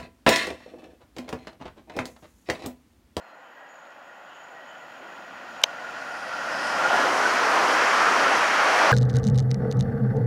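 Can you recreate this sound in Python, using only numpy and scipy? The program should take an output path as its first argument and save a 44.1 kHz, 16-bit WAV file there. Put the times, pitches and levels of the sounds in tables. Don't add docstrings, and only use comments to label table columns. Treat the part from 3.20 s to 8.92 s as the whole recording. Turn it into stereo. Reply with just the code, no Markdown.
import sys
import numpy as np
from scipy import signal
from scipy.fft import rfft, irfft
from scipy.io import wavfile

SR = 44100
rng = np.random.default_rng(int(sys.argv[2]) if len(sys.argv) > 2 else 0)


def magnitude_from_level(level_db):
    exponent = np.asarray(level_db, float) / 20
    return 10 ** exponent


def transcribe(signal):
    frames = np.atleast_2d(signal).T
    limited = np.clip(frames, -1, 1)
    pcm = np.round(limited * 32767).astype(np.int16)
    wavfile.write(sys.argv[1], SR, pcm)


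N = 252252

BAND_EDGES_HZ = [40, 330, 1000, 2200, 3500, 7500, 12000, 15500]
AIR_FROM_HZ = BAND_EDGES_HZ[4]
ARRIVAL_S, COACH_S = 3.606, 0.596
WHEELS_TURN_S = (3.46, 3.72)


def clock():
    return np.arange(N) / SR


def spectrum_hz():
    return np.maximum(np.arange(N // 2 + 1) * SR / N, 1)


def ramp(start_s, end_s):
    return np.clip((clock() - start_s) / (end_s - start_s), 0, 1)


def at_hz(points, hz):
    point_hz, point_db = np.transpose(points)
    return np.interp(np.log(hz), np.log(point_hz), point_db)


def together_db(*levels_db):
    return 10 * np.log10(sum(magnitude_from_level(db) ** 2 for db in levels_db))


def drift(rate_hz):
    r = np.exp(-80 * np.pi * rate_hz / SR)
    slow = signal.lfilter([1], [1, -2 * r, r * r], rng.standard_normal(N // 40 + 2002))
    slow = slow[2000:]
    return np.interp(np.arange(N) / 40, np.arange(len(slow)), slow / slow.std())


def resonate(x, hz, width_hz):
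    r = np.exp(-np.pi * width_hz / SR)
    poles = [1, -2 * r * np.cos(2 * np.pi * hz / SR), r * r]
    return signal.lfilter([(1 - r * r) / 2, 0, (r * r - 1) / 2], poles, x)


def band_levels():
    # time in seconds, loudness in dB.
    approach = [
        (0.0, -53),
        (1.15, -47),
        (2.17, -41),
        (2.82, -35.5),
        (2.99, -35),
        (3.55, -25.5),
        (3.78, -21.5),
        (4.6, -19.5),
        (5.43, -19.5),
        (5.72, -18),
    ]
    # level alongside in dB, share of the approach followed,
    # quiet station in dB, swell per bogie pair in dB, gain in dB per second as the rake fills the platform.
    bands = [
        (-41, 1.03, -107, 1.5, -2),
        (-26, 0.99, -51.5, 2, -1.25),
        (-23, 1.26, -54.5, -0.35, 0.56),
        (-35.5, 0.93, -70, -0.2, 1.76),
        (-35, 1.16, -78, 0.5, -0.64),
        (-48, 1.25, -86.5, 0, -0.94),
        (-62.5, 0.85, -87, 1, -2),
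    ]
    alongside_db, first_bogies_s = -21, 3.83
    lull_s, lull_length_s, lull_db = 3.98, .22, -3.0
    t = clock()
    closeness_db = np.interp(t, *np.transpose(approach))
    since_arrival = np.maximum(t - ARRIVAL_S, 0)
    lull = lull_db * np.exp(-(2 * (t - lull_s) / lull_length_s) ** 2)
    bogies = np.cos(2 * np.pi * (t - first_bogies_s) / COACH_S) * ramp(*WHEELS_TURN_S)
    levels = []
    for low_hz, (top_db, share, idle_db, swell_db, gain_db) in zip(BAND_EDGES_HZ, bands):
        train_db = top_db + share * (closeness_db - alongside_db)
        train_db = train_db + swell_db * bogies + gain_db * since_arrival
        if low_hz == BAND_EDGES_HZ[3]:
            train_db = train_db + lull
        levels.append(together_db(idle_db, train_db))
    return levels


def rolling():
    # frequency in Hz, level in dB per Hz.
    far_colour = [(20, -39), (130, -12.5), (290, -5.5), (420, -14), (540, -2), (850, -2), (1950, -5),
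                  (2150, -14), (3200, -17), (3600, -27), (6300, -32.5), (7400, -37), (7800, -40),
                  (15700, -30)]
    # frequency in Hz, level in dB per Hz.
    near_colour = [(25, -59), (54, -22.5), (68, -33), (290, -8.5), (460, -6), (680, -2.5), (1450, -2.5),
                   (3150, -12.5), (3600, -18.5), (5800, -17), (7600, -27), (11700, -31.5), (12300, -38.5),
                   (15700, -42)]
    # frequency in Hz, side level in dB relative to mid.
    diffuse = [(30, -9), (60, -13), (125, -21), (250, -37), (500, -39), (1000, -39), (2000, -39),
               (4000, -18), (8000, -13), (15000, -1)]
    hz = spectrum_hz()
    white = rfft(rng.standard_normal((2, N)))
    white[1] *= magnitude_from_level(at_hz(diffuse, hz))
    shapes = [magnitude_from_level(at_hz(far_colour, hz)), magnitude_from_level(at_hz(near_colour, hz))]
    wheels_near = ramp(*WHEELS_TURN_S)
    air_near = ramp(1.6, 3) ** 2.2

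    bands = list(zip(BAND_EDGES_HZ, BAND_EDGES_HZ[1:]))
    band_db = []
    for level_db, (low, high) in zip(band_levels(), bands):
        near = wheels_near if low < AIR_FROM_HZ else air_near
        inside = (hz > low) & (hz < high)
        far_rms, near_rms = [np.sqrt(np.sum(s[inside] ** 2) / len(hz)) for s in shapes]
        band_db.append(level_db - 20 * np.log10((1 - near) * far_rms + near * near_rms))
    band_db = np.array(band_db)

    middles = np.log2([np.sqrt(low * high) for low, high in bands])
    octaves, step = np.log2(hz), .64
    out = 0
    for octave in np.arange(4.4, 14.7, step):
        window = np.clip(1 - np.abs(octaves - octave) / step, 0, 1)
        far, close = [irfft(white * (window * s), N) for s in shapes]
        weights = np.array([np.interp(octave, middles, row) for row in np.eye(len(bands))])
        gain_db = weights @ band_db + 0.47 * drift(10.7) + 0.45 * drift(14.5)
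        near = wheels_near if 2 ** octave < AIR_FROM_HZ else air_near
        out = out + magnitude_from_level(gain_db) * (far + near * (close - far))
    return out


def ringing(modes, level_db, flutter_db, rate_hz):
    out = 0
    for hz, width_hz, db in modes:
        tone = rng.standard_normal(N)
        for _ in range(2):
            tone = resonate(tone, hz, 1.5 * width_hz)
        out = out + magnitude_from_level(db + flutter_db * drift(rate_hz)) * tone / tone.std()
    return magnitude_from_level(level_db) * out


def rail_song():
    # frequency in Hz, width in Hz, level in dB.
    rail_modes = [(743, 133, -8), (1422, 107, -1), (1900, 59, -10), (2527, 290, -12)]
    idle_db, top_db, rise_db_per_s = -56.5, -32.5, 9.5
    trailer_db, trailers_end_s = 0.5, 5
    climb_db = top_db + rise_db_per_s * np.minimum(clock() - ARRIVAL_S, 0)
    trailers = ramp(ARRIVAL_S, ARRIVAL_S + COACH_S) - ramp(trailers_end_s, trailers_end_s + COACH_S / 2)
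    level_db = together_db(idle_db, climb_db + trailer_db * trailers)
    return ringing(rail_modes, level_db, flutter_db=1.4, rate_hz=15.0)


def rail_singing():
    # frequency in Hz, width in Hz, level in dB.
    thin_modes = [(6640, 26, -15), (6690, 54, -4.5), (6950, 54, -1), (7300, 33, -11)]
    # time in seconds, level in dB.
    pings = [
        (.495, -64.5),
        (.95, -70),
        (1.15, -65),
        (1.5, -64.5),
        (1.7, -68),
        (1.9, -75),
        (2.7, -66),
    ]
    idle_db, top_db, rise_db_per_s = -78, -60.5, 7
    top_s, after_db = 3.5, 3
    attack_s, decay_db_per_s = 0.047, 47
    t = clock()
    climb_db = top_db + rise_db_per_s * np.minimum(t - top_s, 0) + after_db * ramp(top_s, ARRIVAL_S)
    flares = []
    for s, db in pings:
        fall_db = decay_db_per_s * np.clip(t - s, 0, 2)
        rise_db = 20 * np.clip((s - t) / attack_s, 0, 5)
        flares.append(db - fall_db - rise_db)
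    level_db = together_db(idle_db, climb_db, *flares)
    return ringing(thin_modes, level_db, flutter_db=2.2, rate_hz=16.0)


def friction(rows):
    out, t = np.zeros(N), np.arange(-SR // 2, SR // 2) / SR
    for s, length, hz, width_hz, db in rows:
        tone = rng.standard_normal(SR)
        for _ in range(2):
            tone = resonate(tone, hz, width_hz)
        at = np.clip(round(s * SR) + np.arange(-SR // 2, SR // 2), 0, N - 1)
        shape = np.exp(-(2 * t / length) ** 2)
        out[at] += magnitude_from_level(db) * shape * tone / np.sqrt(np.average(tone ** 2, weights=shape ** 2))
    return out


def flange_squeals():
    # centre in seconds, length in seconds, frequency in Hz, level in dB.
    squeal_rows = [(0.272, .04, 3040, -63), (.36, .08, 14000, -80), (.446, 0.23, 1640, -55),
                   (.45, 0.2, 1900, -55), (.9, .1, 1900, -56), (1.391, .088, 1894, -49.5),
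                   (.52, .08, 14000, -83), (.98, 0.16, 14100, -83), (1.6, .3, 13600, -93),
                   (1.207, .03, 3065, -57), (1.43, .04, 3053, -59), (1.518, 0.1, 3010, -55),
                   (2.72, .024, 6300, -63), (3.508, .08, 1390, -32), (3.604, 0.032, 1368, -26),
                   (3.159, 0.07, 1380, -32), (3.655, 0.031, 1446, -19), (3.729, 0.086, 1413, -26),
                   (3.802, .055, 1675, -27), (4.057, .04, 1493, -23), (5.062, 0.033, 1307, -21.5),
                   (5.646, 0.061, 1417, -26.5)]
    width_hz = 55
    return friction([(s, length, hz, width_hz, db) for s, length, hz, db in squeal_rows])


def broad_rubs():
    # centre in seconds, length in seconds, frequency in Hz, width in Hz, level in dB.
    rub_rows = [(3.0, .4, 9300, 3000, -65), (3.47, 0.13, 8500, 2500, -52), (5.62, 0.38, 650, 360, -25.5),
                (2.7, 0.71, 1440, 70, -43), (.45, 0.38, 820, 500, -54.5), (2.1, 0.71, 220, 240, -57),
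                (1.86, 0.11, 370, 150, -53), (1.13, 0.14, 2900, 700, -57), (1.38, 0.22, 640, 400, -51),
                (3.12, 0.38, 4900, 700, -54), (3.45, 0.31, 5070, 600, -42.5), (3.701, 0.4, 734, 340, -28),
                (3.78, 0.4, 2940, 730, -37), (4.45, 0.12, 990, 119, -29.5), (4.857, 0.22, 1264, 210, -23.5)]
    return friction(rub_rows)


def sparks():
    # start in seconds, peak in dB, lowest frequency in Hz, highest frequency in Hz.
    spark_rows = [(.652, -52, 3000, 3800), (.705, -53, 5000, 7200), (.720, -51, 3800, 6200),
                  (1.672, -60, 13000, 16000), (2.4165, -41, 4800, 9500), (2.71, -54, 11000, 16000),
                  (3.729, -40, 11000, 16000), (4.199, -40, 11000, 16000), (4.58, -44, 11000, 16000),
                  (4.88, -41, 11000, 16000), (5.01, -44, 11000, 16000), (5.176, -37, 9000, 16000)]
    decay_s = .0012
    out, t = np.zeros(N), np.arange(400) / SR
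    for s, db, low_hz, high_hz in spark_rows:
        band = signal.butter(2, [low_hz, high_hz], "band", fs=SR, output="sos")
        burst = signal.sosfilt(band, rng.standard_normal(len(t)) * np.exp(-t / decay_s))
        out[round(s * SR):][:len(t)] += magnitude_from_level(db) * burst / np.abs(burst).max()
    return out


def shutter():
    # time in seconds, level in dB, brightness in dB per octave.
    contacts = [
        (2.4165, -38, 4),
        (2.43528, -17.5, 2),
        (2.43576, -13, 0),
        (2.43639, -14.5, 7.5),
        (2.43739, -10, 9.5),
        (2.43786, 1.5, 6),
        (2.43903, 2.5, -1),
        (2.44047, -8.5, -1.5),
        (2.44085, -12.5, -5),
        (2.44319, -37, 11),
    ]
    # frequency in Hz, level in dB, time to fall 60 dB in seconds.
    body = [(630, -18, .0103), (870, -16, .0158), (1530, -13.5, .0046), (2220, -6, .0044),
            (3010, .5, .0036), (3910, -.5, .0028), (4440, -6.5, .0039), (6210, -12, .0054),
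            (6300, -36, .04), (5900, -30, .0194), (8880, -32.5, .0068), (9370, -30, .0011),
            (12060, -35.5, .0049), (13400, -46, .003)]
    s, db, tilt_db = np.transpose(contacts)
    at = np.round(s * SR).astype(int)
    out = np.zeros(N)
    for k, (hz, mode_db, t60) in enumerate(body):
        signs = (-1) ** (k + np.arange(len(s)))
        clicks = np.full(N, 1e-18)
        clicks[at] = signs * magnitude_from_level(db + mode_db + tilt_db * np.log2(hz / 3000))
        r, w = magnitude_from_level(-60 / (t60 * SR)), 2 * np.pi * hz / SR
        out += signal.lfilter([0, np.sin(w)], [1, -2 * r * np.cos(w), r * r], clicks)
    return signal.sosfilt(signal.butter(3, 380, "high", fs=SR, output="sos"), out)


def bird():
    # start in seconds, length in seconds, frequency in Hz, glide in Hz per second, level in dB.
    whistle = [
        (.012, .08, 4225, -300, -70),
        (.09, .07, 4110, 1300, -70),
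        (.18, .035, 4130, 100, -77),
    ]
    edge_s, fade_db_per_s = .008, 50
    out, t, waver_db = 0, clock(), 2.6 * drift(45)
    for s, length, hz, glide, db in whistle:
        since = np.clip(t - s, -1, 1)
        end = s + length
        shape = ramp(s - edge_s, s + edge_s) - ramp(end - edge_s, end + edge_s)
        phase = 2 * np.pi * (hz * since + glide * since ** 2 / 2)
        gain = np.sqrt(2) * shape * magnitude_from_level(db - fade_db_per_s * since + waver_db)
        out = out + gain * (np.sin(phase) + magnitude_from_level(-12) * np.sin(1.19 * phase))
    return out


def steady_whine():
    # frequency in Hz, width in Hz, level in dB.
    whine_modes = [(11550, 90, -86.5), (7850, 60, -90)]
    return ringing(whine_modes, 0, flutter_db=-1.0, rate_hz=4.9)


def port_lag(mid):
    # frequency in Hz, side level in dB relative to mid.
    lag_points = [(100, -44), (700, -31.5), (1400, -25), (2800, -14.5), (5600, -8.5), (10000, -3),
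                  (15000, -0.5)]
    return irfft(-1j * rfft(mid) * magnitude_from_level(at_hz(lag_points, spectrum_hz())), N)


def scene():
    mid, side = rolling()
    mid = mid + rail_song() + rail_singing()
    mid = mid + flange_squeals() + broad_rubs() + sparks()
    mid = mid + shutter() + bird() + steady_whine()
    side = side + port_lag(mid)
    return np.array([mid + side, mid - side])


def low_pass(x):
    return signal.sosfilt(signal.butter(12, 16470, fs=SR, output="sos"), x)


def record(dry):
    rounded = 1.4 * np.tanh(dry / 1.4)
    top_cut = signal.ellip(10, .5, 50, 15720, fs=SR, output="sos")
    return low_pass(signal.sosfilt(top_cut, rounded))


dry = scene()
out = record(dry)
transcribe(out)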